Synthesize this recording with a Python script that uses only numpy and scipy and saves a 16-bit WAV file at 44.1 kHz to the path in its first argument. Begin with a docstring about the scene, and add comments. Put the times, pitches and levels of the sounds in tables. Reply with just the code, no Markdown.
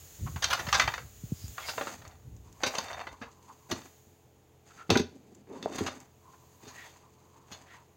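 """Metal kick scooter on a driveway

A scooter is swung round beside the microphone, then pushed away down asphalt; it climbs a small hollow
wooden ramp, hops, lands hard and rolls off. Noisy contacts ring the frame's damped modes as clatter, blows
are voiced by low wooden modes, and coloured grains make the wheels grind over grit when weight bears on them.
Wind bumps the microphone; a thin hiss and a faint buzz lie under the quiet outdoor air."""
import sys
import numpy as np
from scipy import signal
from scipy.fft import rfft, irfft
from scipy.io import wavfile

SR = 44100
rng = np.random.default_rng(int(sys.argv[2]) if len(sys.argv) > 2 else 0)


def file_out(sig):
    """Save sig as 16-bit WAV at sys.argv[1]."""
    # one column per channel
    cols = np.atleast_2d(sig).T
    # limit, then scale
    lim = np.clip(cols, -1, 1)
    pcm = np.round(lim * 32767).astype(np.int16)
    wavfile.write(sys.argv[1], SR, pcm)


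N = 351036
TIME = np.arange(N) / SR


def from_db(db):
    """Logarithmic level: decibels to amplitude gain."""
    return 10 ** (np.asarray(db) / 20)


def rms_one(x):
    """Normalisation: scale to an rms of 1."""
    return x / np.sqrt(np.mean(x ** 2) + 1e-20)


def add(out, s, sound):
    """Superposition: mix a sound in at time s."""
    at = max(round(s * SR), 0)
    out[at:at + len(sound)] += sound[:N - at]


def colour(x, spectrum, size=4096):
    """Minimum-phase filtering: a causal response with the given spectrum, found through the cepstrum."""
    hz, db = np.transpose(spectrum)
    bins_hz = np.arange(size // 2 + 1) * SR / size
    level_db = np.interp(np.log(bins_hz + 1), np.log(hz), db)
    cepstrum = irfft(np.log(from_db(level_db)))[:size // 2]
    cepstrum[1:] *= 2
    response = irfft(np.exp(rfft(cepstrum, size)))
    return signal.fftconvolve(x, response)[:len(x)]


def drift(rate_hz):
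    """Random modulation: straight lines between normal random knots, `rate_hz` knots a second."""
    knots = rng.standard_normal(4000)
    return np.interp(TIME * rate_hz, np.arange(len(knots)), knots)


def grains(count, spread_db):
    """Granular noise: tiny contacts, most weak and a few strong when the spread is above zero."""
    boost_db = spread_db * np.minimum(rng.exponential(1, count), 5)
    return rms_one(rng.standard_normal(count) * from_db(boost_db))


def ringing(modes, t, vary_db):
    """Modal synthesis: damped sines, each struck with a strength and sign of its own."""
    hz, db, t60 = np.transpose(modes)[:, :, None]
    strength = from_db(db + vary_db * rng.standard_normal(hz.shape)) * rng.choice([-1, 1], hz.shape)
    decay = np.exp(-np.log(1000) * t / t60)
    return np.sum(strength * decay * np.sin(2 * np.pi * hz * t), axis=0)


def swells(rows, attack_s, release_db_per_s):
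    """Envelope: each (start, length, dB) event rises, holds and dies away; overlaps add in power."""
    power = np.zeros(N)
    for s, length, db in rows:
        rise = np.clip((TIME - s) / attack_s, 0, 1)
        fall_db = release_db_per_s * np.clip(TIME - s - length, 0, 2)
        power += (rise * from_db(db - fall_db)) ** 2
    return np.sqrt(power)


MOUNT_S = 1.7   # the rider steps on
RIDDEN_BASS_DB = 4   # the rider's weight makes hits heavier
# the empty scooter sounds thinner the harder it is hit
EMPTY_BASS_DB, BASS_PER_DB, USUAL_HIT_DB = -8.5, -1.07, -29.5
RAMP_FROM_S, RAMP_TO_S = 3.7, 5.7
RAMP_BASS_PER_DB, BOARDS_GIVE_DB = 0.96, -35.5   # hits above this table level make the boards thud


def weight_db(s, db):
    """Mass loading: thin bass before the rider mounts, heavier after, heaviest on the hollow ramp."""
    if s < MOUNT_S:
        return EMPTY_BASS_DB + BASS_PER_DB * (db - USUAL_HIT_DB)
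    on_ramp = RAMP_FROM_S < s < RAMP_TO_S
    return RIDDEN_BASS_DB + on_ramp * RAMP_BASS_PER_DB * max(db - BOARDS_GIVE_DB, 0)


# hits of the scooter's loose parts and wheels, and late foot strikes:
# start_s, relative level_db, treble_db (against the middle), contact_s
HITS = [(0.36, -35, -8, 0.0031), (0.422, -30, 2, 0.0049), (0.44, -27.5, 9.5, 0.003),
        (0.501, -29, 1.5, 0.0084), (0.528, -22, 0, 0.0038), (0.59, -33.5, -1, .0059),
        (0.666, -35.5, -1.5, 0.0036), (0.684, -32.5, -2.5, 0.0048), (0.727, -17.5, -1.5, 0.0017),
        (0.738, -22, -1.5, 0.0082), (0.797, -15, -1.5, 0.0016), (0.813, -28.5, -3.5, 0.0067),
        (0.875, -19, -6.5, 0.0025), (0.937, -29.5, -2.5, 0.0028), (0.978, -34, -4, 0.0024),
        (1.58, -29.5, -12, 0.0011), (1.684, -33, -2, 0.0055), (1.778, -25.5, -14.5, 0.0017),
        (1.809, -28.5, -9, 0.0031), (1.87, -30.5, -8, 0.0011), (2.016, -49.5, -4, 0.0035),
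        (2.633, -24.5, 1.5, 0.0038), (2.66, -32, 4.5, .0074), (2.751, -31.5, -0.5, 0.0021),
        (2.783, -29.5, 5, 0.0019), (3.068, -36, -6, 0.0029), (3.212, -41.5, -5, .011),
        (3.711, -33, 5.5, 0.0057), (4.893, -33.5, -12, 0.0033), (4.902, -22.5, 7.5, 0.0019),
        (4.915, -39.5, 4, 0.016), (4.953, -23, -6, 0.0038), (4.972, -34, 12, .0013),
        (4.992, -38, 6.5, 0.0035), (5.626, -41.5, 6, 0.0014), (5.781, -35, 1.5, 0.0054),
        (5.863, -32.5, -.5, 0.0046), (5.875, -35, -1, 0.0042), (6.67, -56, 9, 0.014),
        (7.513, -49, 5, 0.011)]
# modes of the undamped metal frame: pitch_hz, relative level_db, t60_s
FRAME_MODES = [(1214, -1, .08), (1390, -10, .12), (1664, -7, .12), (1939, -10, .11), (2332, -11, .12),
               (2650, -7, .1), (3635, -7, .16), (4387, -11, .2), (4597, -11, .2), (5610, -16, .17),
               (6186, -12, .2)]
# spectrum of a contact: frequency_hz, relative density_db (per Hz)
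CONTACT_SPECTRUM = [(100, -15), (300, -10), (600, -1.5), (1200, -0.5), (1800, -2), (2200, -5.5), (3800, -7),
                    (4700, -8), (5300, -13), (6500, -6.5), (7300, -20), (9000, -28.5), (16000, -32.5)]


def clatter(level_db=-1.5, chatter_db=-7.0, chatter_t60=0.14, ring_db=-7.0, bass_hz=600, treble_hz=2800,
            damping=1.2, uneven_db=4.0, soft_share=1.0):
    """Impact excitation: each hit cracks, chatters briefly and rings with the frame's modes."""
    out, t = np.zeros(N), TIME[:SR // 3]
    places_hz = np.geomspace(400, 9000, 64)
    for s, db, treble_db, touch in HITS:
        age = t / max(touch, .0005)   # in contact times
        onset = 1 - np.exp(-age)
        crack = age * np.exp(1 - age)
        chatter = from_db(chatter_db - 60 * t / chatter_t60) * onset
        contact = colour(grains(len(t), spread_db=3.5) * (crack + chatter), CONTACT_SPECTRUM)
        # each point of contact favours its own short resonances
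        uneven = uneven_db * rng.standard_normal(len(places_hz))
        contact = colour(contact, np.c_[places_hz, uneven])
        contact /= np.std(contact[age < np.pi])
        held = damping if s > MOUNT_S else 1   # the rider damps the frame
        modes = [(hz, level, t60 / held) for hz, level, t60 in FRAME_MODES]
        ring = ringing(modes, t, vary_db=0.5) * onset
        # hard contacts are bright, soft ones lose ever more towards the top, loaded ones are heavy
        top_db = treble_db + soft_share * min(treble_db, 0)
        hardness = [(bass_hz / 2, weight_db(s, db)), (bass_hz * 1.8, 0), (treble_hz / 1.6, 0),
                    (treble_hz * 1.3, treble_db), (treble_hz * 3, top_db)]
        add(out, s, from_db(db + level_db) * colour(contact + from_db(ring_db) * ring, hardness))
    return out


def blows(events, modes, vary_db, soft_s=0.0012, dulling=1.44, knee_hz=245):
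    """Soft impact: each blow swells quickly and rings a set of modes; gentler blows excite less treble."""
    out, t = np.zeros(N), TIME[:SR // 3]
    hardest_db = max(db for s, db in events)
    for s, db in events:
        # a gentler blow stays in contact longer and misses the upper modes
        gentler_db = dulling * max(db - hardest_db, -10)   # per octave above the knee
        struck = [(hz, level + gentler_db * max(np.log2(hz / knee_hz), 0), t60) for hz, level, t60 in modes]
        ring = ringing(struck, t, vary_db) * (1 - np.exp(-t / soft_s))
        add(out, s, from_db(db) * ring / np.abs(ring).max())
    return out


# blows on the ramp and the ground: start_s, peak level_db (before the echoes)
THUMPS = [(0.594, -37.5), (2.636, -38), (3.214, -40), (3.719, -26), (4.068, -49.5), (4.893, -22),
          (4.905, -18.5), (4.914, -16.5), (4.952, -20.5), (4.961, -12), (4.996, -19), (5.808, -22.5),
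          (6.632, -46.5), (6.668, -42.5), (7.514, -44)]
# low wooden modes: pitch_hz, relative level_db (for the hardest blow), t60_s
WOODEN_MODES = [(87, -14, .2), (122, -11, .11), (180, -10, .08), (237, -3, .13), (268, -8, .1),
                (343, -3, .12), (372, -6, .09), (409, -2, .15), (450, -8, .07), (605, -12, .06)]


def thumps():
    """Modal resonance: blows on the ramp and the ground, all voiced by the same low wooden modes."""
    return blows(THUMPS, WOODEN_MODES, vary_db=4.5)


# the deck meets the ramp's edge: start_s, peak level_db (before the echoes)
EDGE_HITS = [(5.659, -17)]
# modes of the hollow knock: pitch_hz, relative level_db, t60_s
EDGE_MODES = [(458, -10.5, 0.029), (640, 0.5, 0.011), (820, -11, 0.0056), (1130, -19, 0.0077)]


def edge_knock():
    """Heavy damping: very short modes make one hollow knock."""
    return blows(EDGE_HITS, EDGE_MODES, vary_db=1.5)


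# weight on the wheels (a swing, a push, the run down the ramp):
# start_s, hold_s, relative grit_db, relative scrape_db, relative drone_db
LOADS = [(0.41, 0.2, -45.5, -54.5, -54), (0.71, 0.086, -38.5, -39.5, -45.5), (1.56, 0.23, -51.5, -63, -67),
         (1.745, 0.13, -47.5, -46, -43.5), (2.026, 0.024, -50.5, -63, -66), (2.597, 0.26, -43.5, -51, -54),
         (2.847, 0.15, -44, -64, -71), (3.686, 0.08, -49.5, -52, -42), (4.647, 0.16, -65, -62, -61.5),
         (5.015, 0.375, -79.5, -74, -52.5), (5.463, 0.31, -58.5, -70.5, -40),
         (5.706, 0.18, -46, -49.5, -38.5), (6.612, 0.32, -59.5, -61, -62), (7.463, 0.29, -63, -66.5, -67.5)]


def load():
    """Contact pressure: gains of grit, scrape and drone as weight comes and goes."""
    s, length, *levels = np.transpose(LOADS)
    return [swells(zip(s, length, db), attack_s=0.027, release_db_per_s=136.5) for db in levels]


# free rolling on asphalt and down the ramp:
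# start_s, hold_s, whirr level_db (also drives the rolling scrape and drone)
COASTS = [(2.42, 1.1, -60.5), (5.48, 0.34, -56.5), (6.2, 1.57, -65.5)]


def coasting():
    """Rolling envelope: gain of the freely running wheels."""
    return swells(COASTS, attack_s=0.058, release_db_per_s=76.0)


# spectrum of crushed grit: frequency_hz, relative density_db (per Hz)
GRIT_SPECTRUM = [(200, -27.5), (500, -0.5), (750, 8), (1000, 2.5), (1400, -3), (1900, -0.5), (2600, -9),
                 (4000, -22), (8000, -43.5)]
# spectrum of the fine scrape: frequency_hz, relative density_db (per Hz)
SCRAPE_SPECTRUM = [(1200, -13.5), (2500, -5.5), (3700, -10), (4800, -4.5), (5500, -14.5), (6400, 2),
                   (7500, -6.5), (10000, -20.5)]
# spectrum of the low drone: frequency_hz, relative density_db (per Hz)
DRONE_SPECTRUM = [(90, -23), (170, -3), (250, 3.5), (380, -2), (520, -10), (800, -17.5), (2000, -56)]


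def wheels(grit, scrape, drone, coast, grit_db=0.0, scrape_db=0.0, drone_db=-6.5,
           coast_scrape_db=-7.5, coast_drone_db=-8.5, bumpy_db=4.0, crushes_per_s=1200):
    """Rolling noise: hard wheels crush grit, and bumps in the ground shake all three sounds together."""
    bumps = from_db(bumpy_db * drift(70))
    crushed = grains(N, spread_db=0.0) * (rng.random(N) < crushes_per_s / SR) * bumps
    crunch = from_db(grit_db) * grit * rms_one(colour(crushed, GRIT_SPECTRUM))
    # loaded and free-running wheels add in power
    scrape_gain = np.hypot(from_db(scrape_db) * scrape, from_db(coast_scrape_db) * coast)
    rasp = scrape_gain * rms_one(colour(grains(N, spread_db=5.0) * bumps, SCRAPE_SPECTRUM))
    drone_gain = np.hypot(from_db(drone_db) * drone, from_db(coast_drone_db) * coast)
    rumble = drone_gain * rms_one(colour(rng.standard_normal(N) * bumps, DRONE_SPECTRUM))
    return crunch + rasp + rumble


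def rattle(grit, level_db=-8.5, ticks_per_s=70, damping=1.4, contact_db=-6.0):
    """Random impulse excitation: rough ground keeps the loose parts ticking against the frame."""
    ticks = (rng.random(N) < ticks_per_s / SR) * rng.standard_normal(N)
    modes = [(hz, db, t60 / damping) for hz, db, t60 in FRAME_MODES]
    ring = ringing(modes, TIME[:SR // 8], vary_db=1.0)
    rung = rms_one(signal.fftconvolve(ticks, ring)[:N])
    touched = rms_one(colour(ticks, CONTACT_SPECTRUM))
    return from_db(level_db) * grit * rms_one(rung + from_db(contact_db) * touched)


def whirr(coast, hz=980, width_hz=300, flutter_db=6.5):
    """Resonance: noise through two equal resonators makes the tyres sing, fluttering as they turn."""
    r = np.exp(-np.pi * width_hz / SR)
    poles = [1, -2 * r * np.cos(2 * np.pi * hz / SR), r * r]
    singing = signal.lfilter([1, 0, -1], poles, rng.standard_normal(N))
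    singing = signal.lfilter([1, 0, -1], poles, singing)
    return coast * rms_one(singing * from_db(flutter_db * drift(28)))


# scuffs of soles and wheels, and faint whine of a freely spinning wheel:
# middle_s, level_db (rms before the swell), centre_hz, length_s
SCUFFS_AND_WHINE = [(0.275, -42, 1030, 0.038), (1.426, -56.5, 4930, 0.22), (1.615, -50.5, 3390, .11),
                    (1.644, -47, 2190, 0.084), (1.692, -39.5, 4840, 0.1), (4.712, -54.5, 1320, 0.04),
                    (4.804, -49, 1364, 0.093), (5.53, -45, 408, .12), (6.343, -54, 1020, .03),
                    (6.808, -51, 1886, 0.22), (6.869, -61.5, 3480, .16), (7.73, -55.5, 1860, 0.18)]


def scuffs_and_whine(width=1.1, edge_db=-9.0, skirt_db=-35.0):
    """Band-limited noise: each scuff or whine is noise that swells around one pitch."""
    out = np.zeros(N)
    for s, db, hz, length in SCUFFS_AND_WHINE:
        swell = np.hanning(max(int(length * SR), SR // 100))
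        band = [(hz / 4, skirt_db), (hz / width, edge_db), (hz, 0), (hz * width, edge_db),
                (hz * 4, skirt_db), (hz * 20, skirt_db * 2)]
        noise = rms_one(colour(grains(len(swell), spread_db=4.0), band))
        add(out, s - length / 2, from_db(db) * swell * noise)
    return out


# small stones snapping: start_s, peak level_db (before the echoes)
STONES = [(1.48, -31), (2.077, -36), (2.365, -45.5), (2.527, -41.5), (5.347, -46.5), (6.001, -35)]


def stones(t60=0.036):
    """Transient: a stone pinched under a wheel gives a thin bright tick of decaying grains."""
    out, t = np.zeros(N), TIME[:SR // 20]
    bright = [(2000, -15), (5000, -15.0), (7000, 1), (9000, -21.0)]   # Hz, dB
    for s, db in STONES:
        tick = colour(grains(len(t), spread_db=6.0) * from_db(-60 * t / t60), bright)
        add(out, s, from_db(db) * tick / np.abs(tick).max())
    return out


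# echoes from the house and yard: delay_s, level_db (before dulling)
ECHOES = [(.011, -17), (.019, -17), (.043, -17.5)]


def yard(x, tail_db=-15.5, tail_t60=0.32, dull_hz=5000):
    """Reverberation: a few dull echoes and a short scattered tail join the direct sound."""
    t = TIME[:SR // 2]
    response = rng.standard_normal(len(t)) * from_db(-60 * t / tail_t60) * (t > .008)
    response *= from_db(tail_db) / np.linalg.norm(response)
    for delay, db in ECHOES:
        response[int(delay * SR)] += from_db(db)
    reflected = signal.fftconvolve(x, response)[:N]
    return x + colour(reflected, [(dull_hz, 0), (dull_hz * 2, -9)])


# gusts: start_s, hold_s, relative level_db
GUSTS = [(0.18, 0.16, -37.5), (0.58, 0.35, -45), (1.17, 0.25, -50.5), (2.22, 0.14, -50)]
# spectrum of a gust: frequency_hz, relative density_db (per Hz)
GUST_SPECTRUM = [(20, -32), (40, -8.5), (65, 5.5), (110, 2), (180, -10), (300, -17), (600, -35),
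                 (2000, -74)]
# air puffs on the microphone: start_s, peak level_db, rate_hz (the swing starts at twice this and slows)
PUFFS = [(0.208, -33, 110), (0.358, -29.5, 111), (0.676, -31, 137), (1.236, -31, 128.5), (1.32, -22.5, 157),
         (1.439, -34.5, 96.5)]


def wind(level_db=-4.0, lumpy_db=4.5, breeze_db=-55.5, breeze_ends_s=2.97, puff_cycles=4.5, sag=0.57):
    """Turbulence: lumpy low noise, and single puffs whose swing slows as they die."""
    breeze = from_db(breeze_db) * np.clip((breeze_ends_s - TIME) * 2 + 1, 0, 1)
    gust = swells(GUSTS, attack_s=0.036, release_db_per_s=87.5) + breeze
    lumps = from_db(level_db + lumpy_db * drift(25))
    out = lumps * gust * rms_one(colour(rng.standard_normal(N), GUST_SPECTRUM))
    for s, db, hz in PUFFS:
        cycles = hz * TIME[:SR // 10]
        swing = np.sin(2 * np.pi * np.log1p(cycles * sag * 2) / sag)
        puff = cycles * from_db(-60 * cycles / puff_cycles) * swing
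        add(out, s, from_db(db) * puff / np.abs(puff).max())
    return out


# course of the thin treble hiss: time_s, relative level_db
HISS_COURSE = [(0.0, -60.5), (0.77, -57), (1.09, -64.5), (1.77, -55), (2.1, -74.5), (2.52, -77),
               (2.73, -62), (3.21, -82.5), (3.86, -68), (4.3, -80), (5.58, -84), (5.85, -80), (6.05, -79),
               (6.83, -69.5), (7.03, -81), (7.96, -80)]
# spectrum of the hiss: frequency_hz, relative density_db (per Hz)
HISS_SPECTRUM = [(1000, -3.5), (3000, 0), (5500, -1), (6800, 11.5), (8000, -1.5), (10000, -4),
                 (13000, -0.5), (15500, 4)]
# spectrum of the outdoor air: frequency_hz, relative density_db (per Hz)
AIR_SPECTRUM = [(25, -9.5), (60, -4.5), (110, 1), (300, -7.5), (550, -9), (800, -9.5), (1300, -20),
                (3000, -23), (8000, -35)]
# partials of the buzz: multiple (of the fundamental), level_db (rms)
BUZZ_PARTIALS = [(2, -68.5), (3, -69.5), (8, -76.5), (10, -72.5), (11, -80)]


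def background(air_db=-64.5, hiss_db=8.0, buzz_db=0.0, buzz_hz=42.93):
    """Noise floor and harmonic series: far murmur of air, a thin swelling hiss and a faint steady buzz."""
    s, db = np.transpose(HISS_COURSE)
    hiss = from_db(hiss_db + np.interp(TIME, s, db))
    air = from_db(air_db) * rms_one(colour(rng.standard_normal(N), AIR_SPECTRUM))
    thin = hiss * rms_one(colour(rng.standard_normal(N), HISS_SPECTRUM))
    buzz = np.zeros(N)
    for k, db in BUZZ_PARTIALS:
        cycles = round(k) * buzz_hz * TIME + rng.random()
        buzz += from_db(db + buzz_db) * np.sqrt(2) * np.sin(2 * np.pi * cycles)
    return air + thin + buzz


def scene():
    """Superposition: the scooter sounds in the yard, with wind and background added directly."""
    grit, scrape, drone = load()
    coast = coasting()
    rolling = wheels(grit, scrape, drone, coast) + rattle(grit) + whirr(coast)
    scooter = clatter() + thumps() + edge_knock() + rolling + scuffs_and_whine() + stones()
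    return (yard(scooter) + wind() + background())[None]


def record(dry, low_cut_hz=42.0, cutoff_hz=15900):
    """Band limiting: a small microphone loses the deep bass; the top is cut steeply."""
    thin = signal.sosfilt(signal.butter(3, low_cut_hz, "high", fs=SR, output="sos"), dry)
    return signal.sosfilt(signal.ellip(12, .1, 80, cutoff_hz, fs=SR, output="sos"), thin)


dry = scene()
out = record(dry)
file_out(out)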